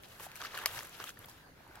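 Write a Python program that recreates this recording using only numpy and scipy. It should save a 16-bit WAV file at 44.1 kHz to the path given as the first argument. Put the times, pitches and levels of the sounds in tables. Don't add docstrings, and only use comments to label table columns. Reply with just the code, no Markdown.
import sys
import numpy as np
from scipy import signal
from scipy.fft import rfft, irfft, next_fast_len
from scipy.io import wavfile
from scipy.ndimage import uniform_filter1d

SR = 44100
rng = np.random.default_rng(int(sys.argv[2]) if len(sys.argv) > 2 else 0)


def inscribe(sig):
    pcm = np.round(np.clip(np.atleast_2d(sig).T, -1, 1) * 32767)
    wavfile.write(sys.argv[1], SR, pcm.astype(np.int16))


def nominal_scale(level):
    x = np.asarray(level, float) / 20
    return 10 ** x


N = 79380

# hz, colour_db
WASH_COLOUR = [(18, -60), (30, -27), (40, -11.5), (50, -2), (70, -6.5), (115, -3), (160, -10), (480, -12.5),
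               (1220, -16), (1700, -15.5), (2100, -24), (4000, -26.5), (8500, -36.5), (12200, -30),
               (15500, -36.5), (16500, -53)]
# hz, patch_rms_db
WASH_PATCHES = [(60, -1), (300, 1.3), (1000, 3)]
# hz, correlation_ratio
PORT_LIKENESS = [(60, 1), (130, 0.93), (290, 0.77), (640, 0.17), (1400, 0.0086), (15000, 0.014)]
WASH_RMS_DB = -58.5

# time_s, low_crunch_db, high_crunch_db, fizz_db
LITTER_LEVELS = [(0, -93, -62, -93), (0.025, -72, -80, -62.5), (0.045, -62, -55.5, -63),
                 (0.07, -69, -67.5, -67), (0.12, -61.5, -60.5, -62), (0.19, -60.5, -65.5, -62.5),
                 (0.2, -56, -56.5, -55.5), (0.235, -52, -54, -49), (0.262, -55.5, -56.5, -52),
                 (0.28, -60, -63, -64.5), (0.345, -57, -64.5, -66), (0.357, -54.5, -55.5, -56),
                 (0.39, -60, -57, -60), (0.41, -47, -50.5, -54), (0.43, -53.5, -54.5, -57.5),
                 (0.445, -48, -48, -51), (0.472, -52.5, -50.5, -59.5), (0.49, -54, -58, -62.5),
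                 (0.53, -53.5, -54, -60.5), (0.545, -45, -52.5, -53.5), (0.58, -50.5, -50, -54),
                 (0.6, -49.5, -51, -56.5), (0.63, -49.5, -51.5, -53.5), (0.65, -45, -59, -68),
                 (0.672, -51, -45.5, -46), (0.7, -50, -52, -53.5), (0.74, -49.5, -51.5, -50),
                 (0.775, -46, -47.5, -48), (0.81, -54, -53, -53.5), (0.83, -52, -57, -56),
                 (0.86, -55, -57, -57.5), (0.9, -60, -63, -62.5), (0.95, -57, -52.5, -59.5),
                 (0.975, -58.5, -60.5, -59), (1.01, -49, -52.5, -55.5), (1.05, -56, -58, -56),
                 (1.075, -53, -53, -54), (1.103, -62, -53.5, -53.5), (1.118, -71, -69, -63),
                 (1.16, -73, -67, -74), (1.22, -57, -64, -61.5), (1.27, -65.5, -69, -67.5),
                 (1.295, -61.5, -64, -56.5), (1.33, -64.5, -66, -65), (1.4, -64.5, -67.5, -69.5),
                 (1.46, -78, -76, -82), (1.55, -71, -75, -95), (1.62, -65, -74, -95),
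                 (1.7, -63, -72.5, -73), (1.76, -57.5, -69, -70), (1.8, -59.5, -69, -71)]
# hz, colour_db
CRUNCH_COLOUR = [(150, -46), (250, -7.5), (593, -9), (784, -6.5), (1110, -8), (1640, -2), (2020, -8.5),
                 (2950, -9.5), (3580, -12), (7000, -19.5), (9100, -47), (15400, -120)]
# hz, colour_db
EDGE_COLOUR = [(3500, -39), (6000, -8), (8700, -4.5), (11000, -4.5), (12500, -2.5), (14300, -10.5),
               (15800, -6), (16500, -43)]
GRAINS_PER_S, GRAIN_SPREAD_DB, GRAIN_CYCLES, SPLIT_HZ = 4800, 3.2, 4.0, 2500
FIZZ_PER_S, FIZZ_SPREAD_DB = 4000, 4.2

# peak_s, pitch_hz, pop_db, crack_db, tick_db
POPS = [(0.0355, 357, -81, -38.5, -49), (0.198, 986, -44.5, -41, -43), (0.2062, 490, -45, -61, -42),
        (0.267, 745, -39.5, -53, -58), (0.3167, 1880, -48, -43, -43.5), (0.3572, 2240, -44.5, -50, -33),
        (0.403, 1430, -48, -56, -55), (0.4167, 1530, -32.5, -34, -44), (0.423, 1240, -36.5, -43, -53),
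        (0.437, 1470, -40, -46, -47), (0.4488, 1340, -36.5, -35, -51), (0.456, 1697, -35, -59, -54),
        (0.4595, 2230, -41, -42, -36), (0.469, 2740, -61, -35.5, -48), (0.477, 1540, -42.5, -52, -60),
        (0.5437, 1150, -41, -55, -53), (0.553, 1610, -42, -39, -43), (0.576, 1640, -29, -33, -29.5),
        (0.5883, 1400, -35, -52, -31.5), (0.6382, 1380, -34.5, -39, -40), (0.7743, 1920, -34.5, -53, -40),
        (0.7814, 1450, -41, -46, -39), (0.7911, 945, -38.5, -26, -37), (0.8082, 1760, -38, -48, -40),
        (0.9833, 3530, -60, -59, -58), (1.0015, 1230, -34, -38, -55), (1.028, 2905, -42, -52, -48),
        (1.0413, 1260, -38.5, -38, -28.5), (1.057, 2820.0, -52, -51, -46), (1.073, 3200, -41, -50, -47),
        (1.081, 3250, -41.5, -52, -50), (1.0922, 1580, -38, -41, -33.5), (1.1048, 1640, -46.5, -43, -51),
        (1.1735, 1710, -44.5, -59, -60), (1.2042, 1130, -60, -67, -62), (1.2476, 1170, -49, -46, -46),
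        (1.286, 920, -48, -52, -57), (1.6067, 800.0, -51, -68, -64), (1.649, 886, -54, -68, -67),
        (1.667, 830.0, -49.5, -62, -70), (1.7132, 1520, -49, -64, -68), (1.7563, 1560, -49, -43.5, -39),
        (1.7759, 850, -46, -58, -64)]
# peak_s, peak_db
TICKS = [(0.0858, -41.5), (0.3635, -35), (0.374, -39), (0.4025, -47), (0.4257, -44), (0.4463, -40),
         (0.7337, -41), (0.7469, -39), (0.7966, -40), (0.827, -43), (0.8324, -35), (0.8505, -34),
         (0.871, -39), (0.895, -37.5), (1.1415, -50), (1.191, -38), (1.259, -39), (1.297, -45.5),
         (1.678, -50)]
# peak_s, pitch_hz, peak_db
RINGS = [(0.2031, 990, -43.5), (.2065, 1700, -48), (0.364, 4150, -46), (0.3756, 1750, -45),
         (0.4117, 1900, -49), (.4165, 3640, -43), (0.4379, 5300, -40), (0.4523, 4700, -36),
         (0.4668, 2700, -43), (0.4697, 1560, -45), (0.472, 4300, -49), (0.5493, 4190, -36.5),
         (0.5532, 3414, -43), (0.5583, 1100, -37.5), (0.5703, 1530, -42), (0.5749, 2800, -34.5),
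         (.5765, 4490, -46), (0.582, 1600, -38), (.588, 2830, -36), (0.5966, 1500, -42), (.612, 1500, -40),
         (.6165, 1505, -40.5), (.626, 1283, -42), (0.6465, 1540, -53), (1.0015, 750, -42.5),
         (1.0015, 5460, -40), (1.0403, 3220, -40.5), (1.0732, 1500, -48), (1.0768, 3310, -37),
         (1.088, 3130, -41), (1.0925, 5980, -39), (1.0955, 3200, -47), (1.2447, 3300, -44.5),
         (1.2468, 2200, -50), (1.2865, 5700, -48), (1.2886, 4740, -50), (1.297, 3500, -52),
         (1.2975, 5360, -48.5), (1.315, 4550, -51), (1.601, 2290, -55), (1.6775, 900, -54)]
# hz, colour_db
CRACK_COLOUR = [(700, -40), (1400, -6), (3000, 0), (4800, -2), (6500, -9), (9000, -40)]
POP_CYCLES_AT_1KHZ, POP_RISE_CYCLES, POP_SPREAD_S, POP_DETUNE_LOG = 3.0, 1.0, 0.0011, 0.08
CRACK_DECAY_S = 0.0007

# start_s, click_peak_db
BREAKS = [(.6580, -24), (.6596, -6), (.6635, -17)]
# hz, colour_db
BREAK_COLOUR = [(300, -31), (520, -3.5), (2100, 7.5), (2900, 3), (3600, 0), (4700, 10), (5500, 3.5),
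                (7000, -2), (9500, -6), (11200, 2), (12300, 4.5), (14000, -10), (16000, -17),
                (16800, -18.5)]
# pitch_hz, level_db, t60_s
STEM_PARTIALS = [(655, -37, 0.051), (1184, -34, 0.052), (1475, -30, 0.011), (2000, -51, .022),
                 (2290, -28, 0.017), (3110, -25.5, 0.0055)]

# peak_s, pitch_hz, peak_db
THUDS = [(.735, 115, -57), (0.774, 124, -51), (0.927, 134, -55), (1.0037, 445, -43.5), (1.192, 105, -56.5),
         (1.302, 114, -54.5), (1.7, 325, -51.5)]
THUD_CYCLES, THUD_RISE_CYCLES = 2.3, 0.76

# hz, lead_rad
PORT_LEAD = [(0, 0), (1000, .3), (1900, 1.3), (5000, 1.5), (8300, 2.9), (10500, 4.3), (12500, 5.3),
             (16700, 6.3)]
# hz, left_minus_right_db
LITTER_TILT = [(700, 0), (1290, -3.5), (2380, 3), (4400, 3), (8120, 1), (15000, 0)]
# hz, left_minus_right_db
STEM_TILT = [(700, 1), (1500, 0), (2500, 2.5), (4500, 2), (8500, -10.5), (13000, 0)]
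PATCH_LEADS_S = [-.00009, -.000015, .000015, .0001]
SINGLE_PATCHES = 3
SCATTER_DB, SCATTER_T60_S, SCATTER_LOW_CUT_HZ = -13, 0.03, 900
LOW_CUT_HZ = 383


def read(points, hz):
    f, value = np.transpose(points)
    return np.interp(np.log(hz + 1), np.log(f + 1), value)


def litter_gain(column):
    columns = np.transpose(LITTER_LEVELS)
    return nominal_scale(np.interp(np.arange(N) / SR, columns[0], columns[column]))


def evened(x):
    return x / np.sqrt(np.mean(x ** 2) + 1e-20)


def peaked(x):
    return x / abs(x).max()


def add(mix, start_s, sound):
    part = mix[round(start_s * SR):][:len(sound)]
    part += sound[:len(part)]


def add_centred(mix, peak_s, sound):
    add(mix, peak_s - abs(sound).argmax() / SR, sound)


def coloured_click(colour, size=2048):
    hz = abs(np.fft.fftfreq(size, 1 / SR))
    log_gain = np.log(nominal_scale(np.maximum(read(colour, hz), -70)))
    spectrum = np.exp(np.conj(signal.hilbert(log_gain)))
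    return peaked(np.fft.ifft(spectrum).real[:size // 2])


def sparse_clicks(per_s, spread_db):
    chance = rng.random(N)
    size = np.minimum(rng.exponential(1, N), 4)
    sign = rng.choice([-1., 1.], N)
    return (chance < per_s / SR) * nominal_scale(spread_db * size) * sign


def wavelet(hz, cycles, rise_cycles):
    u = np.arange(int(SR * 4 * cycles / hz) + 8) * hz / SR
    envelope = (1 - np.exp(-u / rise_cycles)) * np.exp(-2 * u / cycles)
    return peaked(envelope * np.sin(2 * np.pi * u))


def ports(x, tilt, lead_s=0):
    size = next_fast_len(N + 512)
    hz = np.fft.rfftfreq(size, 1 / SR)
    lead_rad = np.interp(hz, *np.transpose(PORT_LEAD)) + 2 * np.pi * hz * lead_s
    half = nominal_scale(read(tilt, hz) / 2) * np.exp(0.5j * lead_rad)
    return irfft(rfft(x, size) * np.array([half, 1 / half]), size)[:, :N]


def wash():
    frames, hz = N // 256 + 5, np.fft.rfftfreq(1024, 1 / SR)
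    a, b, c, d, patches = rng.standard_normal((frames, 513, 5)).T
    patches = evened(uniform_filter1d(uniform_filter1d(patches, 10, 0), 10, 1))
    same = np.clip(read(PORT_LIKENESS, hz), -1, 1)[:, None]
    left = a + 1j * b
    right = same * left + np.sqrt(1 - same ** 2) * (c + 1j * d)
    level_db = read(WASH_COLOUR, hz)[:, None] + read(WASH_PATCHES, hz)[:, None] * patches
    spectra = np.array([left, right]) * nominal_scale(level_db)
    sound = signal.istft(spectra, nperseg=1024, noverlap=768)[1][:, :N]
    return nominal_scale(WASH_RMS_DB) * evened(sound)


def crunch():
    train = sparse_clicks(GRAINS_PER_S, GRAIN_SPREAD_DB)
    which = rng.integers(0, 28, N)
    bands = np.zeros((2, N))
    for k, hz in enumerate(np.geomspace(300, 6500, 28)):
        grain = wavelet(hz, GRAIN_CYCLES, 0.66)
        grain = grain / np.linalg.norm(grain) * np.sqrt(hz) * nominal_scale(read(CRUNCH_COLOUR, hz))
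        bands[int(hz > SPLIT_HZ)] += signal.oaconvolve(train * (which == k), grain)[:N]
    return litter_gain(1) * evened(bands[0]) + litter_gain(2) * evened(bands[1])


def fizz():
    train = sparse_clicks(FIZZ_PER_S, FIZZ_SPREAD_DB)
    return litter_gain(3) * evened(signal.oaconvolve(train, coloured_click(EDGE_COLOUR))[:N])


def buckle(hz):
    out = np.zeros(2000)
    cycles = POP_CYCLES_AT_1KHZ * np.sqrt(hz / 1000)
    for size, (when, tune) in zip([1, 0.44, -0.22, 0.4, -0.3], rng.standard_normal((5, 2))):
        stray = size < 1
        pitch_hz = hz * np.exp(POP_DETUNE_LOG * tune * stray)
        add(out, 0.0069 + POP_SPREAD_S * when * stray, size * wavelet(pitch_hz, cycles, POP_RISE_CYCLES))
    return peaked(out)


def splinter(click):
    t = np.arange(300) / SR
    return peaked(np.convolve(rng.standard_normal(300) * np.exp(-t / CRACK_DECAY_S), click))


def pops():
    out = np.zeros((len(PATCH_LEADS_S), N))
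    crack_click, edge_click = coloured_click(CRACK_COLOUR), coloured_click(EDGE_COLOUR)
    for peak_s, hz, pop_db, crack_db, tick_db in POPS:
        patch = out[rng.integers(SINGLE_PATCHES)]
        add_centred(patch, peak_s, nominal_scale(pop_db) * buckle(hz))
        add_centred(patch, peak_s, nominal_scale(crack_db) * splinter(crack_click))
        add_centred(patch, peak_s, nominal_scale(tick_db) * splinter(edge_click))
    return out


def scatter(x):
    t = np.arange(3000) / SR
    taps = rng.choice([-1., 1.], (2, 3000)) * (rng.random((2, 3000)) < 0.08)
    taps = taps * nominal_scale(-60 * t / SCATTER_T60_S) * (t > 0.0005)
    taps = signal.lfilter(*signal.butter(1, SCATTER_LOW_CUT_HZ, "high", fs=SR), taps)
    taps = taps / np.linalg.norm(taps, axis=1, keepdims=True)
    return nominal_scale(SCATTER_DB) * signal.fftconvolve(x[None], taps, axes=1)[:, :N]


def ticks():
    out, edge_click = np.zeros((len(PATCH_LEADS_S), N)), coloured_click(EDGE_COLOUR)
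    for peak_s, peak_db in TICKS:
        add_centred(out[rng.integers(SINGLE_PATCHES)], peak_s, nominal_scale(peak_db) * splinter(edge_click))
    return out


def rings():
    out = np.zeros((len(PATCH_LEADS_S), N))
    for peak_s, hz, peak_db in RINGS:
        add_centred(out[rng.integers(SINGLE_PATCHES)], peak_s, nominal_scale(peak_db) * buckle(hz))
    return out


def stem_snap():
    out, t = np.zeros(N), np.arange(3000) / SR
    ring = sum(nominal_scale(db - 60 * t / t60_s) * np.sin(2 * np.pi * hz * t) for hz, db, t60_s in STEM_PARTIALS)
    click = coloured_click(BREAK_COLOUR)
    loudest_db = max(db for _, db in BREAKS)
    for start_s, db in BREAKS:
        add(out, start_s, nominal_scale(db) * click)
        add(out, start_s, nominal_scale(db - loudest_db) * ring)
    return -out


def thuds():
    out = np.zeros(N)
    for peak_s, hz, peak_db in THUDS:
        add_centred(out, peak_s, nominal_scale(peak_db) * wavelet(hz, THUD_CYCLES, THUD_RISE_CYCLES))
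    return out


def scene():
    singles, stem = pops() + ticks() + rings(), stem_snap()
    litter = np.zeros((2, N))
    for single, lead_s in zip(singles, PATCH_LEADS_S):
        rustle = (crunch() + fizz()) / np.sqrt(len(PATCH_LEADS_S))
        litter += ports(rustle + single, LITTER_TILT, lead_s)
    leaves = litter + ports(stem, STEM_TILT) + scatter(singles.sum(0) + stem)
    low_cut = signal.butter(3, LOW_CUT_HZ, "high", fs=SR, output="sos")
    return signal.sosfilt(low_cut, leaves) + thuds() + wash()


def top_cut(x):
    return signal.sosfilt(signal.butter(12, 17140, fs=SR, output="sos"), x)


def record(dry):
    return top_cut(dry)


dry = scene()
out = record(dry)
inscribe(out)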